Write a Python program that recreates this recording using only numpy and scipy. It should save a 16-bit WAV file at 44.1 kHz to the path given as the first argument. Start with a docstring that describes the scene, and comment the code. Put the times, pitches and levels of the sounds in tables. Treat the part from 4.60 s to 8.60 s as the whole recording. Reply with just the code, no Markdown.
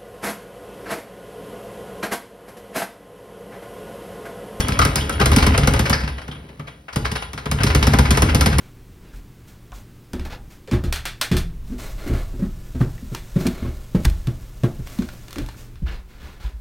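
"""A leather speed bag is drummed against its wall-mounted platform, steadied by hand, then drummed again.
Each slap is a crack of leather, a woody knock and a thud that sets the board booming. Loose fittings
buzz with every swing of the board; between slaps the swivel clatters and squawks and its shackle rings.
A close pair of microphones hears it all in a small gym."""
import sys
import numpy as np
from scipy import signal
from scipy.fft import rfft, irfft, next_fast_len
from scipy.io import wavfile
from scipy.ndimage import uniform_filter1d

SR = 44100
rng = np.random.default_rng(int(sys.argv[2]) if len(sys.argv) > 2 else 0)


def output_pcm(signal):
    """Save a mono or channel-first signal as 16-bit PCM at the path in sys.argv[1].

    Samples are clipped to [-1, 1] before scaling.
    """
    pcm = np.clip(np.atleast_2d(signal).T, -1, 1) * 32767
    wavfile.write(sys.argv[1], SR, np.round(pcm).astype(np.int16))


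N = 176400
TIME = np.arange(N) / SR
FFT_SIZE = next_fast_len(N + SR)
HZ = np.arange(FFT_SIZE // 2 + 1) * SR / FFT_SIZE
MID_ONLY = [[1], [0]]   # two-stream sounds are mid and side until they reach the microphones


def from_db(db):
    """Decibels to gain."""
    return 10 ** (np.asarray(db) / 20)


def unit_rms(x):
    """Scale to an rms of one."""
    return x / np.sqrt(np.mean(x ** 2) + 1e-20)


def at_hz(curve, hz):
    """Read a curve on a log-frequency axis."""
    freqs, values = np.transpose(curve)
    return np.interp(np.log(hz + 1e-9), np.log(freqs), values)


def fader(curve):
    """Gain over time, riding a curve of levels in dB."""
    return from_db(np.interp(TIME, *np.transpose(curve)))


def filtered(x, response):
    """Apply a frequency response."""
    return irfft(rfft(x, FFT_SIZE) * response, FFT_SIZE)[..., :N]


def colour(x, eq):
    """EQ that keeps the power of white noise and rolls off below its first point."""
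    gain = from_db(at_hz(eq, HZ)) * np.minimum(HZ / eq[0][0], 1) ** 2
    return filtered(x, unit_rms(gain))


def grains(spread_db):
    """Gritty noise: dense tiny contacts of uneven size, as two streams."""
    sizes = np.clip(rng.standard_normal(N // 32 + 1), -2, 2)
    gain = from_db(spread_db * np.repeat(sizes, 32)[:N])
    return unit_rms(rng.standard_normal((2, N)) * gain)


def bursts(starts_s, levels_db, attack_s, decay_s):
    """Envelope of a run of hits: each rises, then dies away."""
    power, t = np.zeros(N + SR), TIME[:SR // 5]
    for start_s, level_db, rise_s in np.broadcast(starts_s, levels_db, np.maximum(attack_s, 1e-4)):
        shape = np.minimum(t / rise_s, 1) * np.exp(-np.maximum(t - rise_s, 0) / decay_s)
        i = max(int(start_s * SR), 0)
        power[i:i + len(t)] += (from_db(level_db) * shape) ** 2
    return np.sqrt(power[:N])


def pushes(starts_s, levels_db, width_s):
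    """Pulses of force, each with its level as area: the wider, the duller."""
    clicks = np.zeros(N + SR)
    clicks[np.maximum(starts_s * SR, 0).astype(int)] = from_db(levels_db)
    return filtered(clicks[:N], np.exp(-2 * (np.pi * HZ * width_s) ** 2))


def ring(force, modes):
    """Resonator bank: a unit click sets each mode ringing at its level."""
    out = 0
    for pitch_hz, level_db, t60_s in modes:
        radius = from_db(-60 / (t60_s * SR))
        pole_real = radius * np.cos(2 * np.pi * pitch_hz / SR)
        tone = signal.lfilter([1, -pole_real], [1, -2 * pole_real, radius ** 2], force + 1e-18)
        out = out + from_db(level_db) * tone
    return out


# Bright crack of the skin: freq_hz, gain_db
CRACK_EQ = [(800, -36), (2000, 5), (3500, 0.5), (5200, 3), (8000, -3), (11000, -3.5), (14000, -8),
            (16000, -31.5)]
# Sharp tick as the leather first touches: freq_hz, gain_db
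SNAP_EQ = [(1000, -1), (3000, -32), (6000, 2.5), (10000, 5.5), (13000, -6), (16000, -10.5)]
# Woody midrange knock: freq_hz, gain_db
KNOCK_EQ = [(150, -13.5), (350, 5), (600, 0), (1000, 0.5), (1500, -0.5), (2300, -7), (3500, -10.5),
            (6000, -38), (16000, -55)]
# Leather hits on board or hand: start_s, crack_db, knock_db, thud_db, snap_over_crack_db
SLAPS = [(0.0034, -13.5, -24.5, -23.5, -16), (0.0835, -17.5, -24.5, -19, 14), (0.19, -11.5, -19.5, -17, 7),
         (0.25, -11.5, -20, -14, 14), (0.3574, -11, -23.5, -17, 18.5), (0.4948, -18.5, -25.5, -28, 15),
         (0.599, -15.5, -18, -12, -3), (0.6576, -9, -19, -14, 10), (0.7166, -16, -18.5, -22.5, 11),
         (0.7623, -7.5, -19.5, -10, 14), (0.8649, -10, -19, -12, 6), (0.9772, -11, -20.5, -10.5, 10.5),
         (1.073, -10.5, -17.5, -13.5, 11), (1.1365, -16.5, -19.5, -37, 14), (1.1922, -12, -20.5, -16, -1),
         (1.2967, -10.5, -21, -14, 7), (1.6794, -33.5, -37, -33, 8), (1.9951, -38, -35, -38.5, -9),
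         (2.359, -16, -24.5, -16, 8), (2.5155, -20, -29.5, -22, 8), (2.7321, -27.5, -34.5, -28.5, 13.5),
         (2.8566, -25.5, -26, -23, 0), (2.9139, -15, -24, -18.5, 14.5), (3.0336, -10, -23.5, -12.5, 10),
         (3.1486, -10, -17.5, -13, 11), (3.269, -11, -19.5, -11.5, 10), (3.3347, -14.5, -17, -14, -5),
         (3.3865, -9, -17, -10, -7), (3.5065, -6.5, -19, -11.5, 1), (3.5721, -11, -17.5, -20, 6),
         (3.6204, -10.5, -16.5, -10, 13.5), (3.7468, -9, -21, -12.5, 6), (3.8093, -10, -19.5, -17, 11),
         (3.8598, -7.5, -18, -12.5, 5), (3.984, -11, -19.5, -17, 13)]


def leather():
    """The bag's skin snaps on, crackles as it flattens and knocks on the wood."""
    start_s, crack_db, knock_db, _, snap_over_crack_db = np.transpose(SLAPS)
    crack = bursts(start_s, crack_db - 6.5, attack_s=0.00031, decay_s=0.0099) * grains(spread_db=1)
    snap = pushes(start_s + 0.001, crack_db + snap_over_crack_db, width_s=0) * MID_ONLY
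    knock = bursts(start_s, knock_db + 3.5, attack_s=0.003, decay_s=0.012) * grains(spread_db=0.5)
    return colour(crack, CRACK_EQ) + colour(snap, SNAP_EQ) + colour(knock, KNOCK_EQ)


# Booming modes of board and bag: pitch_hz, level_db, t60_s
BOARD_MODES = [(39.4, -23, 1), (60.4, -14, 0.72), (69.34, -7.5, 1), (94.3, -8.5, 0.24), (107, -9, .22),
               (139.3, -6, 0.25), (154.4, -7.5, 0.094), (204.6, -11, 0.11), (234.7, -9, 0.2),
               (258, -16, 0.069), (372.4, -17.5, 0.48), (436.6, -9.5, 0.54), (546, -17, 0.084)]
# Low punch under each slap: freq_hz, gain_db
PUNCH_EQ = [(110, -12), (170, 4.5), (250, 3.5), (400, -8.5), (600, -13.5), (1200, -54)]
# Deep rumble of the swaying platform: freq_hz, gain_db
RUMBLE_EQ = [(34, -37), (41, 1), (48, -4), (60, -1), (70, 4), (80, 3.5), (100, 1), (120, -4.5), (145, -5.5),
             (190, -23), (300, -19.5), (600, -75)]
# How hard the board sways, the fader for its rumble and hum: time_s, level_db
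SWAY_LEVELS = [(0.0, -3.5), (0.02, -25), (0.18, -16.5), (0.2, -12), (0.48, -27.5), (0.72, -10),
               (1.07, -18.5), (1.16, -11.5), (1.19, -24), (1.32, -18.5), (1.37, -38), (1.96, -51),
               (2.02, -30), (2.27, -74), (2.38, -21.5), (2.78, -46), (2.95, -18), (4.0, -12.5)]


def board():
    """Thuds of the bag and bumps of the swivel set the platform booming; it rumbles as it sways."""
    slap_s, _, _, thud_db, _ = np.transpose(SLAPS)
    clatter_s, _, _, bump_db, _ = np.transpose(CLATTERS)
    load_lag_s = 0.01124   # the bag flattens before the board takes the load
    thuds = pushes(slap_s + load_lag_s, thud_db + 2, width_s=0.0007)
    bumps = pushes(clatter_s + 0.0045, bump_db - 8.5, width_s=0.00086)
    punch_envelope = bursts(slap_s + 0.00773, thud_db - 3, attack_s=0.002, decay_s=0.0079)
    punch = colour(punch_envelope * rng.standard_normal(N), PUNCH_EQ)
    rumble = colour(rng.standard_normal(N), RUMBLE_EQ)
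    even_rumble = rumble / np.sqrt(uniform_filter1d(rumble ** 2, size=3000))
    return from_db(-6) * fader(SWAY_LEVELS) * even_rumble + punch - ring(thuds + bumps, BOARD_MODES)


def board_hum(pitch_hz=69.2, wander_hz=2.03):
    """The board's main mode hums on under the drumming, drifting in pitch and following the sway."""
    drift = np.interp(TIME, np.linspace(0, N / SR, 60), rng.standard_normal(60))
    phase = 2 * np.pi * np.cumsum(pitch_hz + wander_hz * drift) / SR
    return from_db(-6.5) * fader(SWAY_LEVELS) * np.sqrt(2) * np.sin(phase)


# Buzz of the loose fittings: freq_hz, gain_db
RATTLE_EQ = [(150, 15.5), (400, 13.5), (700, 8), (1300, 1), (2200, 0.5), (4000, -6), (5300, -18),
             (7500, -24), (11000, -11), (16000, -49)]
# Midrange clack of frame and swivel: freq_hz, gain_db
CLATTER_EQ = [(150, -20), (400, -1), (750, 1), (1300, 2.5), (2000, 1.5), (3200, -3), (6000, -46),
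              (16000, -45)]
# How hard the frame shakes, the fader for its rattle: time_s, level_db
SHAKE_LEVELS = [(0.0, -22.5), (0.51, -25.5), (0.61, -25), (0.81, -20), (1.21, -23.5), (1.34, -27),
                (1.44, -36.5), (1.8, -36.5), (1.97, -40), (2.1, -42), (2.34, -52.5), (2.46, -28),
                (2.52, -76), (2.72, -45), (2.86, -34), (3.1, -23.5), (3.2, -24), (4.0, -23.5)]


def fittings(boom, buzz_depth=0.45, clacks_per_s=55):
    """Loose parts buzz at the top of each swing of the board, and clack at random when shaken hard."""
    shake = fader(SHAKE_LEVELS)
    swing = boom / np.sqrt(np.abs(uniform_filter1d(boom ** 2, size=2048)) + 1e-12)
    pulsing = from_db(-10) * unit_rms(np.exp(buzz_depth * np.tanh(swing)))
    spacing, softness = rng.random((400, 2)).T
    start_s = np.cumsum(0.5 + spacing) / clacks_per_s
    level_db = 0.5 - 2 * softness
    heard = start_s < N / SR
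    hits = bursts(start_s[heard], level_db[heard], attack_s=0.001, decay_s=0.0047)
    buzz = shake * pulsing * grains(spread_db=3)
    clacks = shake ** 2 / shake.max() * hits * grains(spread_db=-1.5)
    return colour(buzz, RATTLE_EQ) + colour(clacks, CLATTER_EQ)


# Metallic ring of swivel and bracket: pitch_hz, level_db, t60_s
STEEL_MODES = [(879, -6, .3), (1228, -3, .2), (1400, -3, .08), (1586, -4, .12), (1883, -5, .18),
               (2259, -6, .18), (2632, -7, .18), (2916, -8, .3), (3258, -7, .3), (3682, -8, .2),
               (5285, -6, .12), (10500, -14, .3)]


def steel(contacts, relative_db=-17):
    """Swivel and bracket ring faintly along with the contacts that drive them."""
    return from_db(relative_db) * np.std(contacts) * unit_rms(ring(contacts, STEEL_MODES))


# High chime of the shackle: pitch_hz, level_db, t60_s
SHACKLE_MODES = [(2850, -5, .08), (2940, 0, .1), (3260, -1, .08), (3370, -2, .08), (3690, -9, .07),
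                 (10130, -7, .05), (10520, -8, .06), (11050, -10, .05)]
# Flicks that set it tapping: start_s, level_db
FLICKS = [(.01, -24.5), (.13, -31), (.29, -46), (.40, -31), (.52, -28), (1.48, -32), (1.602, -43),
          (1.72, -43), (2.070, -43.5), (2.56, -28), (2.61, -32)]


def shackle(taps_per_s=60, spread_db=5):
    """After a flick the shackle taps on for a moment; each mode gets its own taps, so the ring glints."""
    envelope = bursts(*np.transpose(FLICKS), attack_s=0.00082, decay_s=0.045)
    out = 0
    for mode in SHACKLE_MODES:
        taps = rng.random(N) < taps_per_s / SR
        strength = from_db(spread_db * (rng.random(N) - 1))
        out = out + ring(taps * strength * envelope, [mode])
    return out * MID_ONLY


# Bright jingle of the joint: freq_hz, gain_db
JINGLE_EQ = [(1000, -57), (2500, -40), (3800, 13.5), (5200, 11.5), (7000, 3.5), (10500, 0.5), (16000, -12)]
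# Swivel and frame clatter as the bag swings through: start_s, jingle_db, clatter_db, bump_db, rise_s
CLATTERS = [(0.122, -18, -26, -7, 0.0036), (0.2148, -7, -14, -46, 0.0077), (0.2894, -45, -39, -23, 0.006),
            (0.3797, -19, -22, -25, 0.0058), (0.525, -21, -31, -32, 0.0073),
            (0.6117, -9, -13.5, -18, 0.0076), (0.731, -11, -22.5, -22, 0.0071),
            (0.7853, -7.5, -17, -27, 0.0037), (0.8252, -8.5, -15, -26, 0.0062),
            (0.8777, -26, -42, -14, 0.0048), (0.9311, -19.5, -18, -5, 0.023),
            (1.033, -17, -18.5, -3, 0.0061), (1.1, -34, -43, -25, 0.006), (1.1605, -19.5, -24, -15, 0.0078),
            (1.255, -14, -17, -17, 0.0094), (1.2726, -24, -48, -21, 0.0054),
            (1.331, -11, -14.5, -28, 0.0042), (1.4048, -23, -25.5, -23, 0.006),
            (1.4375, -23.5, -27, -7.5, 0.0039), (1.478, -21, -24.5, -16.5, 0.0041),
            (1.5813, -29.5, -30.5, -39, 0.0053), (1.6166, -32, -35, -40, 0.0052),
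            (1.716, -31.5, -35, -40, 0.0054), (1.7542, -46, -38.5, -37, 0.0046),
            (1.889, -41, -41, -45, 0.0059), (2.0705, -31.5, -32, -30, 0.012),
            (2.284, -36, -30, -57, 0.0076), (2.3287, -24, -33.5, -50, 0.0079),
            (2.4497, -14.5, -20, -29, 0.01), (2.5554, -16, -20.5, -48, 0.007),
            (2.624, -23.5, -27, -37, 0.0047), (2.7776, -21.5, -27, -25, 0.0048),
            (2.985, -28, -23, -23, 0.0058), (3.0031, -21.5, -17, -5, 0.011), (3.0685, -9, -18, -15, 0.0029),
            (3.1, -17.5, -18, -22, 0.0087), (3.2284, -7, -14.5, -6, 0.0031), (3.319, -20, -28, -8, 0.0066),
            (3.3644, -24, -42, -34, 0.006), (3.451, -17, -19, -12, 0.011), (3.5451, -18, -22, -11, 0.0095),
            (3.687, -17.5, -18.5, -3, 0.014), (3.928, -18, -21.5, -6, 0.0045)]


def swivel(lead_s=0.0035, decay_s=0.015):
    """The joint is yanked through its play in a short run of metal contacts."""
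    start_s, jingle_db, clatter_db, _, rise_s = np.transpose(CLATTERS)
    moving_s = start_s - lead_s   # the joint starts to move before it hits its stop
    jingle = bursts(moving_s, jingle_db - 14, rise_s, decay_s) * grains(spread_db=1.5)
    clatter = bursts(moving_s, clatter_db - 2, rise_s, decay_s) * grains(spread_db=4)
    return colour(jingle, JINGLE_EQ) + colour(clatter, CLATTER_EQ)


# The dry joint binds and squawks: start_s, pitch_hz, level_db
SQUAWKS = [(0.191, 1260, -11), (0.217, 1263, -13.5), (0.363, 5170, -23), (0.406, 3200, -26.5),
           (.492, 1370, -20.5), (0.597, 777, -15.5), (0.595, 1530, -24.5), (0.613, 1220, -20),
           (1.327, 1690, -14), (1.328, 5110, -18), (1.711, 3170, -34.5), (2.282, 1314, -33),
           (2.452, 1730, -27), (3.340, 1350, -22.5), (3.813, 1290, -20), (3.987, 2010, -23)]


def squawks(width_ratio=0.18):
    """Each brief stick and slip of the joint excites one narrow resonance."""
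    out, white = 0, rng.standard_normal((2, N))
    for start_s, pitch_hz, level_db in SQUAWKS:
        edges_hz = [pitch_hz * (1 - width_ratio / 2), pitch_hz * (1 + width_ratio / 2)]
        band = signal.butter(1, edges_hz, "band", fs=SR, output="sos")
        tone = unit_rms(signal.sosfilt(band, signal.sosfilt(band, white)))
        out = out + tone * bursts([start_s], [level_db], attack_s=0.003, decay_s=0.011)
    return out


# Hollow ring of the held bag: pitch_hz, level_db, t60_s
BAG_MODES = [(153.6, -2.5, 0.14), (207, -15, 0.16), (246, -5.5, 0.16), (419, -15, 0.49)]
# Palms catch the bag: start_s, level_db
CATCHES = [(1.690, -20), (1.764, -31), (1.843, -30), (1.998, -18.5), (2.044, -41), (2.744, -19.5)]


def palms():
    """Hands steady the bag with soft pushes that ring it in hollow thuds."""
    return ring(pushes(*np.transpose(CATCHES), width_s=0.001), BAG_MODES)


# Reverb time of the gym, longest in the bass: freq_hz, t60_s
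ROOM_DECAY = [(60, 0.94), (250, 0.69), (1000, 0.5), (4000, 0.48), (10000, 0.34), (16000, 0.32)]


def room(send, build_s=0.0012):
    """Diffuse reverb of the gym, each octave dying at its own rate."""
    t, tail = TIME[:SR * 3 // 4], 0
    white = rfft(rng.standard_normal((2, len(t))), FFT_SIZE)
    for centre_hz in 31.25 * 2.0 ** np.arange(10):
        band = np.maximum(1 - np.abs(np.log2((HZ + 1e-9) / centre_hz)), 0)
        octave = irfft(white * band, FFT_SIZE)[:, :len(t)]
        tail = tail + octave * from_db(-60 * t / at_hz(ROOM_DECAY, centre_hz))
    tail = unit_rms(tail * (1 - np.exp(-t / build_s))) / np.sqrt(len(t))
    return filtered(send, rfft(tail, FFT_SIZE))


# Noise floor, sub rumble and thin hiss: freq_hz, gain_db
HUSH_EQ = [(30, 40), (70, -39), (200, -63), (450, -56), (1500, -16), (4000, 16), (16000, 9)]


def hush():
    """A faint, steady bed of noise."""
    return from_db(-63) * colour(rng.standard_normal((2, N)), HUSH_EQ)


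# How alike the two microphones sound: freq_hz, likeness_0_to_1
MIC_LIKENESS = [(150, 1), (280, .97), (550, .72), (1100, .35), (3000, .3), (4000, .7), (5500, .84),
                (7300, .93), (8700, .8), (10500, .93), (12000, .8), (13500, .95), (15500, .5)]
# Pan across the spectrum: freq_hz, left_minus_right_db
MIC_BALANCE = [(200, 0), (350, 1.5), (550, 5), (1000, 5), (1550, 4.5), (1800, 0), (3700, 0), (4300, -3),
               (5000, 0), (16000, 0)]
# Phase between the microphones: freq_hz, left_lead_rad
MIC_PHASE = [(200, 0), (700, .5), (950, 2.2), (1100, -1.6), (1650, -1.6), (2100, -.5), (2700, 1.8),
             (3800, .8), (5100, .3), (7000, 3), (7600, 3.2), (9900, 6.1), (11100, 6.5), (13000, 9.3),
             (14200, 9.6), (16000, 12)]


def microphones(streams):
    """A spaced pair: alike in the bass, apart in level and phase higher up."""
    mid, side = rfft(streams, FFT_SIZE)
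    alike = np.clip(at_hz(MIC_LIKENESS, HZ), 0, 1)
    left_right = np.array([[1], [-1]])
    pair = np.sqrt((1 + alike) / 2) * mid + left_right * np.sqrt((1 - alike) / 2) * side
    pan = from_db(left_right * at_hz(MIC_BALANCE, HZ) / 2)
    left_lead_rad = np.interp(HZ, *np.transpose(MIC_PHASE))
    return irfft(pair * pan * np.exp(0.5j * left_right * left_lead_rad), FFT_SIZE)[:, :N]


def scene():
    """The mix: the boom sits dead centre, with leather, metal and room spread around it."""
    boom = board() + board_hum() + palms()
    contacts = leather() + swivel() + fittings(boom)
    contacts = contacts + steel(contacts) + squawks() + shackle()
    reverb = room(from_db(-7.5) * (contacts + boom))
    return boom + microphones(contacts + reverb + hush())


def record(dry, low_cut_hz=43, high_cut_hz=16300):
    """Cut the deepest bass, soft-clip the highest peaks and cut the very top."""
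    tight = filtered(dry, 1 / np.sqrt(1 + (low_cut_hz / (HZ + 1)) ** 12))
    rounded = tight / (1 + tight ** 6) ** (1 / 6)
    return filtered(rounded, 1 / (1 + (HZ / high_cut_hz) ** 120))


dry = scene()
out = record(dry)
output_pcm(out)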